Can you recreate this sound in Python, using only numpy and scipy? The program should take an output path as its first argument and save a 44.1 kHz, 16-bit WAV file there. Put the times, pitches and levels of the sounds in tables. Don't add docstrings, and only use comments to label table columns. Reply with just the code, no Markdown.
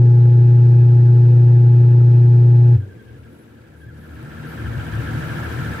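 import sys
import numpy as np
from scipy import signal
from scipy.fft import next_fast_len
from scipy.io import wavfile
from scipy.ndimage import uniform_filter1d

SR = 44100
rng = np.random.default_rng(int(sys.argv[2]) if len(sys.argv) > 2 else 0)


def to_linear_factor(level_db):
    exponent = np.asarray(level_db, float) / 20
    return 10 ** exponent


def unload_audio(sound):
    columns = np.transpose(np.atleast_2d(sound))
    steps = np.round(np.clip(columns, -1, 1) * 32767)
    wavfile.write(sys.argv[1], SR, steps.astype(np.int16))


N = 255780
T = np.arange(N) / SR
HUM_HZ = 119.83
POWER_OFF_S = 2.756

# t/s, level/dB compared with about its closest
APPROACH = [
    (0, -23),
    (2.8, -23),
    (3.5, -23.5),
    (3.9, -24.5),
    (4.16, -14.5),
    (4.55, -6),
    (4.85, -3),
    (5.22, 1),
    (5.8, 1.5),
]


def rms_one(x):
    return x / np.sqrt(np.mean(x ** 2) + 1e-20)


def in_time(rows):
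    seconds, *columns = np.transpose(rows)
    return [np.interp(T, seconds, column) for column in columns]


def at_hz(points, hz):
    table_hz, value = np.array(points).T
    return np.interp(np.log(hz), np.log(table_hz), value)


def bell(centre_s, half_s):
    return np.exp(-((T - centre_s) / half_s) ** 2)


def drift(rate_hz):
    r = np.exp(-80 * np.pi * rate_hz / SR)
    white = rng.standard_normal(N // 40 + 2002)
    slow = signal.lfilter([1], [1, -2 * r, r * r], white)[2000:]
    return np.interp(np.arange(N) / 40, np.arange(len(slow)), rms_one(slow))


def resonate(x, hz, width_hz):
    r = np.exp(-np.pi * width_hz / SR)
    feed = np.array([1, 0, -1]) * (1 - r * r) / 2
    back = [1, -2 * r * np.cos(2 * np.pi * hz / SR), r * r]
    return signal.lfilter(feed, back, x + 1e-18)


def whistle(hz, width_hz, shape):
    once = resonate(rng.standard_normal(shape), hz, width_hz)
    return rms_one(resonate(once, hz, width_hz))


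def pair(mid, side, alike):
    alike = np.clip(alike, 0, 1)
    shared = np.sqrt(1 + alike) * mid
    unshared = np.sqrt(1 - alike) * side * [[1], [-1]]
    return (shared + unshared) / np.sqrt(2)


def bands():
    edges = 30 * 2 ** np.arange(0, 9.2, 1 / 3)
    white = rng.standard_normal((2, 2, N))
    for k, (low, high) in enumerate(zip(edges, edges[1:])):
        band = signal.butter(2, [low, high], "band", fs=SR, output="sos")
        mid, side = signal.sosfilt(band, white[k % 2])
        flicker = to_linear_factor(1.7 * drift(51.0))
        yield np.sqrt(low * high), mid, side, flicker


def after_cut(t60_s):
    return to_linear_factor(-60 * np.maximum(T - POWER_OFF_S, 0) / t60_s)


def motor():
    # hum multiple, shaft multiple, level/dB rms, wobble/dB
    hum_lines = [(1, 0, -9.5, -0.07), (1, 1, -30, 0.5), (2, -1, -46.5, 3), (1, 4, -48, -1.5),
                 (2, 0, -54.5, 6.5), (2, 1, -41, -0.5), (2, 2, -50, 3.5), (3, -1, -44.5, -3),
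                 (3, 0, -31.5, 0.7), (3, 1, -50.5, 2.5), (3, 2, -49.5, 3), (4, -1, -49.5, 4),
                 (4, 0, -50.5, 3.5), (4, 1, -50.5, 3.5), (5, -1, -59.5, 4), (5, 0, -65.5, 2.5),
                 (5, 1, -57.5, 0), (6, -2, -63, -1.5), (6, -1, -65, 7.5), (6, 0, -63, 3.), (7, -3, -58, 2.),
                 (7, -2, -60, 3.), (7, -1, -66, 3.), ]
    hum_lines = hum_lines + [(7, 0, -47.5, 1.5), (7, 1, -62, 3.), (8, 0, -68, 3.)]
    # f/Hz, share, 60 dB fade time t/s
    panels = [(96.6, 0.53, 0.35), (120.5, 0.55, 0.24)]
    shaft_hz = 29.53
    since_cut = np.maximum(T - POWER_OFF_S, 0)
    out = np.zeros((2, N))
    for hum, shaft, level_db, wobble_db in hum_lines:
        hz = hum * HUM_HZ + shaft * shaft_hz
        if hz == HUM_HZ:
            held = 2 * np.pi * hz * np.minimum(T, POWER_OFF_S) + .14
            line = np.zeros(N)
            for panel_hz, share, t60_s in panels:
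                line += share * after_cut(t60_s) * np.sin(held + 2 * np.pi * panel_hz * since_cut)
            line = np.array([line, line])
        else:
            phase = 2 * np.pi * hz * T + rng.uniform(0, 2 * np.pi)
            skew = (hz / 900) ** 2 * rng.uniform(-1.3, 1) * np.array([[1], [-1]])
            fade = to_linear_factor(-60 * np.maximum(T - POWER_OFF_S + .02, 0) / .17)
            line = fade * np.sin(phase + .05 * hum * drift(2.5) + skew)
        out += np.sqrt(2) * to_linear_factor(level_db + wobble_db * drift(9.1)) * line
    return out * to_linear_factor(np.array([[.45], [-.45]]))


def whirr(noise):
    # f/Hz, level/dB per Hz
    spectrum = [(30, -49), (55, -23.5), (75, -5.5), (130, -3.5), (200, -17.5), (300, -27.5), (450, -20),
                (560, -32.5), (900, -22), (1150, -38.5), (2100, -45.5), (3000, -42), (5500, -49.5),
                (8000, -67.5)]
    # f/Hz, left-right likeness (0-1)
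    likeness = [(30, 0.47), (60, 1), (250, 0.44), (600, 0.81), (1400, 0.29), (6000, 0.079), (15000, 0.039)]
    # f/Hz, width/Hz, level/dB
    frame_peaks = [(1730, 250, -59.5), (2513, 170, -64.5), (3880, 660, -67.5), (4570, 950, -74.5),
                   (7600, 700, -87)]
    stop_t60_s, coast_t60_s = 0.14, 2.5
    broad = 0
    for hz, mid, side, flicker in noise:
        broad = broad + to_linear_factor(at_hz(spectrum, hz)) * flicker * pair(mid, side, at_hz(likeness, hz))
    broad = to_linear_factor(-38.5) * rms_one(broad)
    frame = sum(to_linear_factor(db) * pair(*whistle(hz, width, (2, N)), 0.79) for hz, width, db in frame_peaks)
    pulse = 1 + 0.14 * np.sin(2 * np.pi * HUM_HZ * T)
    low_band = signal.butter(3, [170, 550], "band", fs=SR, output="sos")
    lows = signal.sosfilt(low_band, broad)
    coast = to_linear_factor(5.5) * lows * after_cut(coast_t60_s) * (1 - after_cut(stop_t60_s))
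    return (broad + frame) * after_cut(stop_t60_s) * pulse + coast


def belt():
    # t/s, turns done
    pulley = [(0, -33.6), (2.798, 0), (3.141, 4), (3.797, 12), (4.16, 17), (4.5, 22), (5.055, 30),
              (5.423, 35), (5.858, 41)]
    # share of turn, centre pitch (0-1), level/dB
    chirp = [(0, .95, -7), (.1, .85, -1), (.3, .55, 0), (.5, .35, 0), (.7, .2, -3), (.8, .2, -14),
             (.93, .2, -13), (1, .95, -7)]
    # centre t/s, half length t/s, level/dB
    hard_slips = [
        (2.976, .22, -0.5),
        (3.849, .09, 5),
    ]
    # centre t/s, half length t/s, level/dB
    grip = (3.48, .25, -5)
    # f/Hz, width/Hz, level/dB
    cover = [(1367, 150, 4), (1650, 270, 0.5)]
    # delay t/s, level/dB
    echoes = [(.009, -5), (.016, -7), (.027, -10), (.041, -14), (.083, -14)]

    turns, = in_time(pulley)
    turn = turns % 1
    hard = sum(bell(s, half) ** 2 for s, half, db in hard_slips)
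    low_hz = 1300 + (1530 - 1300) * hard
    turns_per_s = uniform_filter1d(np.gradient(turns) * SR, size=SR // 4)
    high_hz = 1710 + 35.67 * (turns_per_s - 12)

    share, pitch, chirp_db = np.transpose(chirp)
    stroke = 5 * turn % 1
    sweep = 1.3 + (.2 - 1.3) * hard
    place = np.interp(turn, share, pitch) + sweep * (.5 - stroke) + .08 * drift(25)
    hz = low_hz + (high_hz - low_hz) * np.clip(place, 0, 1) + 20 * drift(60)
    phase = 2 * np.pi * np.cumsum(hz) / SR

    stroke_db = -4 * np.cos(2 * np.pi * stroke) + 2 * drift(70)
    overtone = np.sin(2 * phase) * np.cos(np.pi * (turn - .28)) ** 6
    octave = to_linear_factor(-2) * resonate(overtone, 3220, 200)
    tone = to_linear_factor(np.interp(turn, share, chirp_db) + stroke_db) * (np.sin(phase) + octave)
    tone = tone + sum(to_linear_factor(db + 5.5) * resonate(tone, ring_hz, width) for ring_hz, width, db in cover)

    walls = rng.standard_normal((2, SR // 3)) * to_linear_factor(-34 - 60 * T[:SR // 3] / .3)
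    walls[:, 0] = 1
    for delay_s, db in echoes:
        samples = (delay_s * SR * np.array([1, 1.19])).astype(int)
        walls[[0, 1], samples] = to_linear_factor(db)
    heard = signal.fftconvolve(tone[None], walls, axes=1)[:, :N]

    near_db, = in_time(APPROACH)
    level_db = -36.5 + 0.84 * near_db
    level_db = level_db + sum(db * bell(s, half) for s, half, db in hard_slips + [grip])
    return to_linear_factor(level_db) * rms_one(heard)


def drone():
    # f/Hz, pitch wander/Hz
    engine_tones = [(76, 8.5), (116, 15), (153, 11)]
    tone_levels = [-29, -24, -31.5]
    # centre t/s, half length t/s, level/dB
    tone_surges = [
        [(3.19, 0.091, 2), (3.88, 0.19, 1.5), (4.13, 0.043, 2), (4.32, 0.051, -3), (4.67, 0.067, 3.5),
         (4.8, 0.047, -3), (4.97, 0.14, -3), (5.47, 0.03, -2), (5.7, 0.048, -5)],
        [(2.97, 0.025, 4), (3.13, .06, 0), (3.25, 0.069, -5), (3.88, 0.019, 7), (4.23, 0.019, -5),
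         (4.66, 0.063, 0.5), (4.78, 0.034, 4), (4.97, 0.055, 5.5), (5.16, 0.054, -3.5), (5.31, 0.018, -4),
         (5.6, .07, -4)],
        [(3.31, 0.066, -7), (3.7, 0.022, -7), (3.92, 0.17, 4), (4.28, 0.064, 0.5), (4.46, 0.1, 0),
         (4.9, 0.084, -4), (5.2, .1, 1), (5.37, 0.017, 2.5), (5.65, 0.047, -1)],
    ]
    near_db, = in_time(APPROACH)
    out = 0
    for (hz, wander_hz), level_db, surges in zip(engine_tones, tone_levels, tone_surges):
        lumps = to_linear_factor(-12) + sum(to_linear_factor(db) * bell(s, half) for s, half, db in surges)
        wave = signal.hilbert(whistle(hz, wander_hz, (2, next_fast_len(N))))[:, :N]
        steady = np.sqrt(2) * wave.real / (np.abs(wave) + .2)
        out = out + to_linear_factor(level_db + 0.74 * near_db) * lumps * pair(*steady, .97)
    return out * to_linear_factor(np.array([[1.1], [-1.1]]))


def street(noise):
    # f/Hz, level/dB per Hz
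    spectrum = [(30, -54.5), (52, -41), (72, -10), (120, -9), (180, -13), (330, -26.5), (500, -24),
                (1200, -31.5), (2000, -31.5), (4000, -43), (6500, -48.5), (12000, -50), (15600, -48)]
    # f/Hz, left-right likeness (0-1)
    likeness = [(60, 1), (130, 0.88), (290, 0.93), (640, 0.15), (1400, 0.17), (3000, 0.033), (15000, 0.018)]
    # level/dB at the closest, share of the approach followed
    regions = [(-1.5, 0.67), (-1.5, 0.57), (3.5, 0.88), (0.2, 0.72)]
    # f/Hz, width/Hz, level/dB
    shop_booms = [(192.5, 49, -15.5), (230.5, 11, -7.5), (276, 41, -9), (331.6, 48, -8), (472, 75, -12.5)]
    # f/Hz, width/Hz, level/dB compared with the hiss
    tyre_peaks = [(3940, 150, -7.5), (7800, 270, -11), (9600, 230, -9), (12300, 350, -10.5)]
    road_db, tyre_db = -27, -57
    near_db, = in_time(APPROACH)
    swell_db = np.array([db + share * near_db for db, share in regions])
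    road, boom, power = 0, 0, 0
    for hz, mid, side, flicker in noise:
        place = np.interp(np.log(hz), np.log([150, 420, 1100, 7500]), [0, 1, 2, 3])
        weights = np.maximum(1 - np.abs(place - np.arange(4)), 0)
        level = to_linear_factor(at_hz(spectrum, hz) + weights @ swell_db)
        road = road + level * flicker * pair(mid, side, at_hz(likeness, hz))
        power += to_linear_factor(2 * at_hz(spectrum, hz)) * np.var(mid)
    road = road * to_linear_factor(-4.0 + road_db) / np.sqrt(power)
    for hz, width, db in shop_booms:
        boom = boom + to_linear_factor(db + 0.5 - 5.0 + swell_db[1]) * pair(*whistle(hz, width, (2, N)), 1.0)
    rings = sum(to_linear_factor(db + tyre_db + swell_db[3]) * whistle(hz, width, (2, N)) for hz, width, db in tyre_peaks)
    return (road + to_linear_factor(road_db) * boom) * to_linear_factor(np.array([[.8], [-.8]])) + rings


def brake_squeaks():
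    whistles = [
        (3.286, 0.081, 10750, 9000, -69.5),
        (3.319, 0.13, 11200, 258, -66),
        (3.759, .1, 11300, 9070, -71.5),
        (3.762, 0.088, 10000, 400, -69),
        (3.965, 0.17, 12040, 6000, -69.5),
        (3.966, .12, 11260, 600, -67),
        (4.467, 0.086, 12300, 900, -58.5),
        (4.459, 0.057, 10050, 900, -64),
    ]
    out = np.zeros((2, N))
    for start_s, length_s, hz, width_hz, db in whistles:
        at, size = int(start_s * SR), int(length_s * SR)
        swell = np.sin(np.pi * np.arange(size) / size) ** 0.35
        out[:, at:at + size] += to_linear_factor(db) * whistle(hz, width_hz, (2, size)) * swell
    return out


def creaks():
    # t/s, peak level/dB
    ticks = [
        (0.8471, -50.5),
        (0.9474, -48),
        (1.792, -64),
        (2.0567, -54.5),
        (2.7165, -55.5),
        (3.2503, -56),
        (4.039, -55),
        (4.228, -50),
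    ]
    out = np.zeros((2, N))
    for start_s, db in ticks:
        at = int(start_s * SR)
        burst = rng.standard_normal((2, 300)) * to_linear_factor(-60 * T[:300] / 0.0067)
        out[:, at:at + 300] += to_linear_factor(db + 3) * resonate(burst, 9000, 10000)
    return out


def scene():
    noise = list(bands())
    far = street(noise) + drone()
    left_lag_s = .00038
    far[0] = np.interp(T - left_lag_s, T, far[0])
    return motor() + whirr(noise) + belt() + far + brake_squeaks() + creaks()


def band_limit(x):
    return signal.sosfilt(signal.butter(12, 15670, fs=SR, output="sos"), x)


def record(dry):
    hiss = resonate(rng.standard_normal(dry.shape), 7200, 12000)
    return band_limit(dry + to_linear_factor(-71.0) * hiss)


dry = scene()
out = record(dry)
unload_audio(out)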